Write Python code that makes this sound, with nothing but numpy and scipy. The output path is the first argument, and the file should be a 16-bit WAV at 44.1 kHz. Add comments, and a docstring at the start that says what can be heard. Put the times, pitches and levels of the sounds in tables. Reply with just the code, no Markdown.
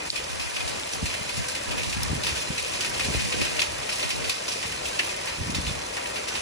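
"""A steady hiss is heard first: hail, countless tiny impacts far off on a lawn, hedges and wet concrete.
Over it small stones patter and ping as decaying resonances, and near ones crack into rattling
bursts of splinters, coloured by the resonances under a porch roof; dry ticks and knocks sound close by.
Gusts of low-passed noise and single swirling eddies buffet the two ports of a hand-held phone."""
import sys
import numpy as np
from scipy import signal
from scipy.fft import rfft, irfft, next_fast_len
from scipy.io import wavfile
from scipy.ndimage import uniform_filter1d

SR = 44100
rng = np.random.default_rng(int(sys.argv[2]) if len(sys.argv) > 2 else 0)


def master(y):
    """Save y as 16-bit WAV."""
    cut = np.clip(np.atleast_2d(y).T, -1, 1)
    pcm = np.round(cut * 32767)  # scale
    wavfile.write(sys.argv[1], SR, pcm.astype(np.int16))


N = 282681
TIME = np.arange(N) / SR
FFT_SIZE = 2 * next_fast_len((N + SR) // 2, real=True)
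FREQS = np.fft.rfftfreq(FFT_SIZE, 1 / SR) + 1e-3

# strength of the shower over time: time_s, relative_level_db
SHOWER_STRENGTH = [(0, -35), (.35, -35), (.7, -33.5), (1.86, -33.5), (2.57, -32.5), (2.95, -30.5),
                   (3.46, -30.5), (3.69, -34.5), (3.96, -32), (4.34, -33.5), (5.1, -32.5), (5.36, -35.5),
                   (6.41, -34)]
# spectrum of the far hail: frequency_hz, gain_db
HISS_SPECTRUM = [(25, -23.5), (90, -3), (200, -3.5), (350, -2.5), (570, 2), (900, 1), (1400, -4.5),
                 (2000, -6.5), (2550, -3), (3600, -12), (5400, -12.5), (7500, -13), (10000, -13.5),
                 (12500, -24)]
# narrow resonances under the porch: frequency_hz, width_hz, relative_gain_db
PORCH_RESONANCES = [(604, 55, 6.5), (982, 27, 5.5), (1882, 25, 7), (2074, 17, 10), (2492, 50, 6),
                    (3560, 38, 7), (3810, 45, 5), (4075, 42, 9), (4550, 24, 8), (5025, 70, 8.5),
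                    (5420, 37, 10.5), (5910, 96, 6), (7140, 36, 4.5), (9450, 21, 6.5)]
# centre of the band struck by each size of small stone: pitch_hz
PATTER_PITCHES = [2330, 3100, 4200, 6400, 9200]
# spectrum of shattering ice: frequency_hz, gain_db
CRACK_SPECTRUM = [(300, -16), (900, -2), (1400, -10), (2000, -9.5), (2600, -0.5), (3500, -10.5),
                  (4500, -9.5), (5700, -10), (7500, -11), (10000, -7.5), (12500, -9.5)]
# spectrum of the turbulence: frequency_hz, gain_db
WIND_SPECTRUM = [(20, -32), (40, -1), (65, 2.5), (120, -2.5), (200, -5), (320, -8), (500, -9.5),
                 (1000, -29.5)]
# gusts, as pressure common to both ports and opposed between them:
# start_s, length_s, together_relative_db, across_relative_db, reach_hz
GUST_EVENTS = [(0.09, 0.024, -66, -39, 1000), (0.298, 0.48, -53, -37.5, 700), (0.925, 0.091, -60, -36, 620),
               (1.019, 0.023, -40, -27, 280), (1.19, .04, -47, -41, 300), (1.335, 0.072, -47, -32, 260),
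               (1.675, 0.39, -49, -35.5, 470), (1.964, 0.1, -38.5, -31.5, 248),
               (2.096, 0.086, -32.5, -32, 381), (2.23, 0.083, -36.5, -38, 280), (2.35, 0.63, -54, -45, 150),
               (2.485, .03, -39, -41, 370), (2.884, 0.32, -41.5, -42, 450), (3.04, .11, -33, -39, 750),
               (3.165, 0.11, -42, -30, 350), (3.337, 0.086, -41, -27, 650), (3.49, 0.11, -53, -38, 350),
               (3.678, 0.15, -38.5, -42, 160), (4.05, 0.22, -83, -37.5, 650), (4.65, 0.13, -41, -48, 253),
               (5.38, .22, -35, -38, 400), (5.628, 0.13, -38, -39, 283)]
# brief level changes in the low end, mostly dips:
# centre_s, length_s, common_wind_change_db, low_hail_change_db
LOW_DIPS = [(0.113, 0.015, -21, -5), (0.324, 0.024, -11, -7), (0.43, 0.048, 5, -9), (0.545, 0.095, -22, -7),
            (0.907, 0.025, -6, -5), (1.994, 0.073, 2, -11), (3.217, 0.037, -5, -14),
            (4.092, 0.029, -7, -12.5), (4.338, .05, -37, -2.5)]
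# dry ticks and knocks close by: start_s, relative_level_db, pitch_hz, decay_s, left_lead_rad, snap_db
CLOSE_TICKS = [(0.1028, -3, 4500, 0.00047, 8.5, -26), (0.566, -22, 2870, .003, 4.5, -49),
               (0.798, -24, 4500, .0007, 14, -23.5), (0.835, -16, 3600, 0.00052, 16.5, -31),
               (0.892, -30, 5500, 0.0028, 6, -43), (1.708, -21, 2970, 0.0013, 10, -32),
               (1.928, -21.5, 2560, 0.0039, 11.5, -45), (2.033, -14, 5300, 0.0015, 7.5, -20),
               (2.576, -28, 2510, 0.0017, 10, -36), (2.809, -26, 4470, .003, 3, -40),
               (3.308, -26, 7140, 0.0031, 6, -49), (3.325, -18, 2930, 0.0011, 8, -36),
               (3.5925, -19, 4100, 0.003, 11, -25), (3.594, -12, 2670, 0.0038, 4.5, -45),
               (3.604, -20, 4100, .003, -1, -45), (3.618, -18, 3270, .002, 5.5, -41),
               (3.6214, -25, 2480, .0025, 0, -45), (4.028, -16.5, 4400, .002, 1, -47),
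               (4.297, -28, 4060, 0.003, 1, -21), (4.990, -25, 4350, 0.0089, 6, -65),
               (4.994, -12, 2560, 0.013, 9, -47), (4.9965, -14.5, 2330, 0.0019, 9, -50),
               (5.0052, -21, 2420, 0.0034, -3, -48), (5.667, -24, 2870, 0.0032, 0, -46),
               (6.283, -27, 2520, .002, 0, -51)]
# upper edge of a snap's band, higher for harder snaps: snap_db, top_hz
SNAP_REACH = [(-25, 10000), (-19, 15000)]
# near stones that shatter: start_s, relative_level_db, pitch_hz, scatter_s
SHATTERING_STONES = [(0.157, -23.5, 2980, 0.031), (0.395, -29, 3500, 0.057), (0.563, -24.5, 2520, 0.018),
                     (0.603, -26.5, 2240, 0.02), (0.675, -26.5, 3920, .022), (0.755, -33, 3300, 0.013),
                     (0.932, -24, 5400, 0.0088), (1.056, -22.5, 2620, .018), (1.099, -29, 2360, 0.013),
                     (1.138, -25, 2490, 0.014), (1.292, -24.5, 2590, 0.015), (1.368, -27, 5330, 0.018),
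                     (1.440, -27, 1900, 0.01), (1.483, -24.5, 4740, 0.017), (1.550, -23.5, 2510, 0.018),
                     (1.71, -24.5, 2780, 0.02), (1.778, -23.5, 2000, 0.033), (1.831, -26.5, 3930, .016),
                     (1.895, -28, 5230, 0.016), (1.926, -25, 2680, .015), (2.234, -23, 3700, 0.041),
                     (2.266, -23, 2420, .02), (2.291, -27, 2500, 0.0094), (2.357, -28, 4340, 0.065),
                     (2.579, -20.5, 2640, 0.013), (2.645, -34, 2200, 0.054), (2.806, -23.5, 4330, 0.031),
                     (2.846, -25, 3770, 0.015), (2.993, -19.5, 2500, 0.025), (3.045, -25.5, 3580, 0.017),
                     (3.135, -24, 2510, 0.038), (3.194, -25.5, 2950, 0.022), (3.324, -22.5, 2900, 0.018),
                     (3.414, -21.5, 2750, 0.026), (3.447, -25.5, 2270, 0.027), (3.564, -25, 1980, 0.031),
                     (3.594, -20.5, 3640, 0.018), (3.616, -19.5, 3250, 0.013), (3.891, -23, 2680, .021),
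                     (3.923, -28, 4500, 0.046), (3.995, -25, 2600, .021), (4.03, -25.5, 2520, 0.03),
                     (4.103, -23, 3460, .024), (4.242, -25, 3100, 0.016), (4.294, -18.5, 4000, .018),
                     (4.381, -33, 3400, .008), (4.48, -25.5, 4370, 0.034), (4.517, -32, 4800, 0.041),
                     (4.627, -25, 2020, 0.017), (4.721, -23.5, 2400, .007), (4.854, -26, 3040, 0.017),
                     (4.991, -19.5, 2900, .015), (5.03, -29, 2180, 0.022), (5.090, -29, 2900, 0.018),
                     (5.271, -26, 2150, 0.058), (5.502, -29, 5500, 0.0097), (5.546, -23.5, 3900, 0.026),
                     (5.666, -28.5, 3160, 0.039), (5.967, -24, 1830, 0.031), (6.057, -25.5, 2300, 0.0092),
                     (6.158, -25, 2710, 0.025), (6.283, -24.5, 3770, 0.011), (6.351, -26, 2590, 0.042)]
# single eddies at the ports: centre_s, level_db, pitch_hz
EDDY_EVENTS = [(1.030, -18, 161), (1.041, -20, 74.6), (1.214, -27, 150), (1.381, -26.5, 129),
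               (1.992, -23.5, 83.4), (2.117, -22, 157), (2.132, -19.5, 215), (2.506, -19, 160),
               (3.088, -21, 140), (3.103, -22, 180), (3.153, -21.5, 100), (3.148, -19.5, 425),
               (3.174, -22.5, 70), (3.345, -25.5, 308), (3.418, -22, 290), (5.414, -21, 88.5),
               (5.482, -26, 199), (5.498, -20, 194), (5.566, -24, 150), (5.585, -21, 201),
               (5.713, -22, 137)]
# how the two ports differ: frequency_hz, left_lead_rad, left_minus_right_db, likeness (0-1)
PORT_DIFFERENCES = [(190, 0.49, 0, 0.86), (328, 0.5, -3.5, 1), (448, 1.2, -0.5, 0.3), (607, 2.64, 6, 0.95),
                    (1466, 5.23, -1.5, 0.46), (1940, 7.4, 3.5, 0.77), (2214, 2.28, 0, 0.07),
                    (2610, 3.44, 2, 0.59), (3280, 3.55, -5.5, 0.11), (3700, 7.56, 0.5, 0.63),
                    (4600, 6.93, -5, 0.56), (5220, 11.6, -4.5, 0.64), (7200, 13.03, -0.5, 0.52),
                    (9000, 15.75, 1, 0.06), (10680, 14.6, 1, 1)]
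# stereo setting of the highest treble, left and right in opposite polarity:
# frequency_hz, left_lead_rad, left_minus_right_db, likeness (0-1)
TREBLE_STEREO = [(11800, 5 * np.pi, 0, .9998)]

# the lawn's mean level, and how many dB it moves per dB of the shower
LAWN_DB, LAWN_FOLLOWS = -34.5, 0.2
HISS_FLICKER_DB, LAWN_FLICKER_DB = 0.8, 0.9
PORCH_SWAY_DB, PORCH_SWAY_PER_S = 3, 9
PATTER_PER_S, PATTER_SPREAD_DB = 48, 1.4
CONTACT_S, CONTACT_GAIN, SPRAY_S = 0.001, 2.2, 0.009
# light air between gusts, common to the ports and opposed between them
BREEZE_DB, BREEZE_ACROSS_DB, BREEZE_REACH_HZ, BREEZE_SWAY_DB = -48.5, -56, 134, 1.5
GUST_ATTACK_S, GUST_RELEASE_S = 0.0012, 0.047
LOW_DIP_BELOW_HZ = 580
# the hail's lows and mids dip briefly around the first tick
DIP_AT_S, DIP_LENGTH_S, DIP_DB, DIP_BELOW_HZ = 0.109, 0.02, -13, 3200
SNAP_S, SNAP_LOW_HZ = 0.00055, 4930
# the first contact of a stone stands out of its rattle
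FIRST_BLOW, FIRST_BLOW_S, RISE_S = 0.2, 0.003, 0.0007
# small eddies are high and short: duration in cycles, phase step between the ports in radians
EDDY_CYCLES, EDDY_LEAD = 0.48, 1.07
TOP_HZ = 15900


def undb(db):
    """Amplitude ratio: twenty decibels are a factor of ten."""
    return 10 ** (np.asarray(db) / 20)


def unit(x):
    """Normalization: scale to a root-mean-square of 1."""
    return x / np.sqrt(np.mean(x ** 2))


def curves(table):
    """Linear interpolation of a time table's columns, one value a sample."""
    s, *columns = np.transpose(table)
    return [np.interp(TIME, s, c) for c in columns]


def spectra(table):
    """Interpolation of a frequency table's columns along a logarithmic axis."""
    hz, *columns = np.transpose(table)
    return [np.interp(np.log(FREQS), np.log(hz), c) for c in columns]


def colour(x, db):
    """Minimum-phase filtering: a folded cepstrum keeps the ringing after each blow."""
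    cepstrum = irfft(np.log(undb(db)))
    cepstrum[1:FFT_SIZE // 2] *= 2
    cepstrum[FFT_SIZE // 2 + 1:] = 0
    response = np.exp(rfft(cepstrum))
    return irfft(rfft(x, FFT_SIZE) * response)[..., :N]


def low_pass(x, hz):
    """Zero-phase filtering: forward and backward passes cancel the delay."""
    return signal.sosfiltfilt(signal.butter(3, hz, fs=SR, output="sos"), x)


def resonate(x, hz, q):
    """Resonance: a band around one frequency answers, narrower for higher q."""
    return signal.lfilter(*signal.iirpeak(hz, q, fs=SR), x)


def walk(rate):
    """Slow random fluctuation: held noise smoothed twice, with rms near 1."""
    k = max(int(SR / rate), 1)
    held = np.repeat(rng.standard_normal(N // k + 1), k)
    return unit(uniform_filter1d(uniform_filter1d(held, k), k)[:N])


def impacts(rate, spread_db):
    """Shot noise: random clicks of uneven size, as two independent channels."""
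    sizes = undb(spread_db * np.minimum(rng.exponential(size=(2, N)), 4))
    struck = rng.random((2, N)) < rate / SR
    return unit(struck * sizes * rng.choice([-1, 1], (2, N)))


def porch(x, depth):
    """Resonance in an enclosure: narrow bands ring, each waxing and waning at random."""
    out = x
    for hz, width, db in PORCH_RESONANCES:
        sway = undb(PORCH_SWAY_DB * (walk(PORCH_SWAY_PER_S) - 1.5))
        drive = (undb(depth * db) - 1) * sway
        out = out + resonate(x * drive, hz, hz / width)
    return out


def far_hail():
    """Superposition: dense impacts merge; soft ground gives the lows, hard ground the hiss."""
    hiss_db = curves(SHOWER_STRENGTH)[0]
    lawn_db = LAWN_DB + LAWN_FOLLOWS * (hiss_db - hiss_db.mean())
    clicks = impacts(rate=9000, spread_db=2.5)
    bed = unit(porch(colour(clicks, spectra(HISS_SPECTRUM)[0]), depth=1.0))
    lawn = low_pass(bed, 2320)
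    soft = lawn * undb(lawn_db + LAWN_FLICKER_DB * walk(12))
    hard = (bed - lawn) * undb(hiss_db + 3.0 + HISS_FLICKER_DB * walk(24.9))
    return soft + hard


def patter(level_db=-6.5):
    """Impulse excitation: small stones each give a hard contact and a short spray of splinters."""
    out = 0
    for hz in PATTER_PITCHES:
        blows = np.abs(impacts(PATTER_PER_S, PATTER_SPREAD_DB)[0])
        # one-pole filters turn every blow into an exponential decay
        contact = signal.lfilter([1], [1, -np.exp(-1 / (CONTACT_S * SR))], blows)
        spray = signal.lfilter([1], [1, -np.exp(-1 / (SPRAY_S * SR))], blows)
        burst = (CONTACT_GAIN * contact + spray) * impacts(rate=8700, spread_db=0.5)
        out = out + resonate(burst, hz, 1)
    level = undb(curves(SHOWER_STRENGTH)[0] + level_db)
    return unit(colour(out, spectra(CRACK_SPECTRUM)[0])) * level


def pings(count, low_hz, high_hz, cycles, spread_db, level_db):
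    """Damped free vibration: pellets on paving, pots and leaves each ring at their own pitch."""
    out, t = np.zeros((2, N)), TIME[:SR // 20]
    hiss_db = curves(SHOWER_STRENGTH)[0]
    for when, pitch, chance, direction in rng.random((count, 4)):
        start = int(when * (N - len(t)))
        hz = low_hz * (high_hz / low_hz) ** pitch
        size_db = spread_db * min(-np.log(chance), 4)
        db = level_db + hiss_db[start] - hiss_db.mean() + size_db
        ring = undb(db) * np.exp(-t * hz / cycles) * np.sin(2 * np.pi * hz * t)
        angle = np.pi * direction
        out[:, start:start + len(t)] += np.outer([np.cos(angle), np.sin(angle)], ring)
    return out


def wind(flutter_db=2.0):
    """Turbulent pressure: gusts rise, hold and die over a breeze, in common and opposed at the ports."""
    flutter = undb(flutter_db * np.array([walk(40), walk(36)]))
    rumble = unit(colour(rng.standard_normal((2, N)), spectra(WIND_SPECTRUM)[0]) * flutter)
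    breeze = undb([[BREEZE_DB], [BREEZE_ACROSS_DB]]) * undb(BREEZE_SWAY_DB * walk(7.4))
    air = low_pass(rumble, BREEZE_REACH_HZ) * breeze
    for s, length_s, together_db, across_db, reach_hz in GUST_EVENTS:
        span = slice(int(s * SR), int((s + length_s + 10 * GUST_RELEASE_S) * SR))
        t = TIME[span] - s
        release = np.exp(-np.maximum(t - length_s, 0) / GUST_RELEASE_S)
        force = np.clip(t / GUST_ATTACK_S, 0, 1) * release
        # each gust takes a different stretch of the turbulence
        swirl = np.roll(rumble, rng.integers(N), axis=1)[:, span]
        air[:, span] += undb([[together_db], [across_db]]) * force * low_pass(swirl, reach_hz)
    together, across = air
    return together * low_dips()[0] + np.array([across, -across])


def low_dips():
    """Amplitude modulation: bell-shaped gain changes for the common wind and the low hail."""
    changes_db = 0
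    for s, length_s, *db in LOW_DIPS:
        changes_db = changes_db + np.outer(db, np.exp(-((TIME - s) / length_s) ** 2))
    return undb(changes_db)


def duck(x, gain, hz):
    """Band-limited modulation: a gain acts only on what lies below a frequency."""
    return x - (1 - gain) * low_pass(x, hz)


def ticks(grit=0.54, ring_s=0.0091):
    """Damped vibration: close ticks and knocks snap, ring briefly and crunch near the same pitch."""
    out, t = np.zeros((2, N)), TIME[:SR // 8]
    for s, db, hz, decay_s, lead, snap_db in CLOSE_TICKS:
        top_hz = np.interp(snap_db, *np.transpose(SNAP_REACH))
        treble = signal.butter(6, [SNAP_LOW_HZ, top_hz], "band", fs=SR, output="sos")
        band = signal.butter(3, [hz / 1.49, min(hz * 1.16, .4 * SR)], "band", fs=SR, output="sos")
        crunch = unit(signal.sosfilt(band, rng.standard_normal((2, len(t)))))
        ring = np.exp(-t / ring_s) * np.sin(2 * np.pi * hz * t - np.array([[0], [lead]]))
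        # a bright, very short snap at the onset
        snap = np.exp(-t / SNAP_S) * unit(signal.sosfilt(treble, rng.standard_normal(len(t))))
        # the ring and crunch take about half a cycle to build up
        fade = np.exp(-t / decay_s) * (1 - np.exp(-(2 * hz * t) ** 2))
        start = int(s * SR)
        body = undb(db) * fade * (ring + grit * crunch)
        out[:, start:start + len(t)] += body + undb(snap_db) * snap
    return out


def near_stones(echo_db=-17, echo_s=0.1, focus=2.7, ring_db=-3, ring_q=30, level_db=-2.0):
    """Fracture and reflection: splinters and wall echoes build up and fade as a rattle."""
    out, size = np.zeros((2, N)), SR // 3
    splinters = impacts(rate=4900, spread_db=1.0)
    crack_db = spectra(CRACK_SPECTRUM)[0]
    detune = 2 ** rng.uniform(-0.584, 0.874, (len(SHATTERING_STONES), 3))
    for (s, db, hz, scatter_s), ratios in zip(SHATTERING_STONES, detune):
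        start = int(s * SR)
        t = TIME[:min(size, N - start)]
        blow = FIRST_BLOW * np.exp(-t / FIRST_BLOW_S)
        scatter = np.exp(-(t / scatter_s) ** 1.01)
        echo = undb(echo_db) * np.exp(-t / echo_s)
        fade = (blow + scatter + echo) * (1 - np.exp(-t / RISE_S))
        burst = splinters[:, start:start + len(t)] * fade
        # the size of the stone favours one broad band
        body = focus * resonate(burst, hz, 1.2)
        # the spot it strikes adds short rings, made equally loud by undoing the crack spectrum
        rings = 0
        for f in hz * ratios:
            gain = undb(ring_db - np.interp(f, FREQS, crack_db))
            rings = rings + gain * resonate(burst, f, ring_q)
        out[:, start:start + len(t)] += undb(db) * (burst + body + rings)
    return undb(level_db) * colour(out, crack_db)


def eddies():
    """Vortex passage: a swirl of about one cycle thumps the ports with a phase step between them."""
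    out = np.zeros((2, N))
    for s, db, hz in EDDY_EVENTS:
        length_s = EDDY_CYCLES / hz
        near = np.abs(TIME - s) < np.pi * length_s
        t = TIME[near] - s
        turn = rng.uniform(0, 2 * np.pi) + np.array([[0], [EDDY_LEAD]])
        swell = np.exp(-(t / length_s) ** 2)
        out[:, near] += undb(db) * swell * np.sin(2 * np.pi * hz * t + turn)
    return out


def ports(pair):
    """Diffraction and coherence: the phone's body delays and shades sound; the top treble is set apart."""
    lead, balance_db, likeness = spectra(PORT_DIFFERENCES + TREBLE_STEREO)
    likeness = np.clip(likeness, 0, 1)
    # power weights of the shared and opposed parts set the likeness
    weights = np.sqrt([(1 + likeness) / 2, (1 - likeness) / 2])
    shared, apart = rfft(pair, FFT_SIZE) * weights
    left = (shared + apart) * undb(balance_db / 2)
    right = (shared - apart) * undb(-balance_db / 2) * np.exp(-1j * lead)
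    return irfft([left, right])[:, :N]


def scene():
    """Superposition of hail at several distances, close ticks and the wind."""
    dry_pings = pings(count=1100, low_hz=1850, high_hz=9500, cycles=3.6, spread_db=2.0, level_db=-32)
    ringing_pings = pings(count=700, low_hz=1507, high_hz=6840, cycles=34, spread_db=0.1, level_db=-39)
    plops = pings(count=400, low_hz=423, high_hz=1580, cycles=11.0, spread_db=1.2, level_db=-37.0)
    cracks = porch(patter() + near_stones(), depth=1.11)
    hail = far_hail() + cracks + dry_pings + ringing_pings + plops
    thinned = duck(hail, low_dips()[1], LOW_DIP_BELOW_HZ)
    # the fourth power gives the dip a flat floor
    dip = undb(DIP_DB * np.exp(-((TIME - DIP_AT_S) / DIP_LENGTH_S) ** 4))
    return ports(duck(thinned, dip, DIP_BELOW_HZ)) + ticks() + wind() + eddies()


def record(dry):
    """Band limitation: the phone cuts the deepest rumble and the top."""
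    lean = signal.sosfilt(signal.butter(2, 32, "high", fs=SR, output="sos"), dry)
    return signal.sosfilt(signal.ellip(8, .2, 70, TOP_HZ, fs=SR, output="sos"), lean)


dry = scene()
out = record(dry)
master(out)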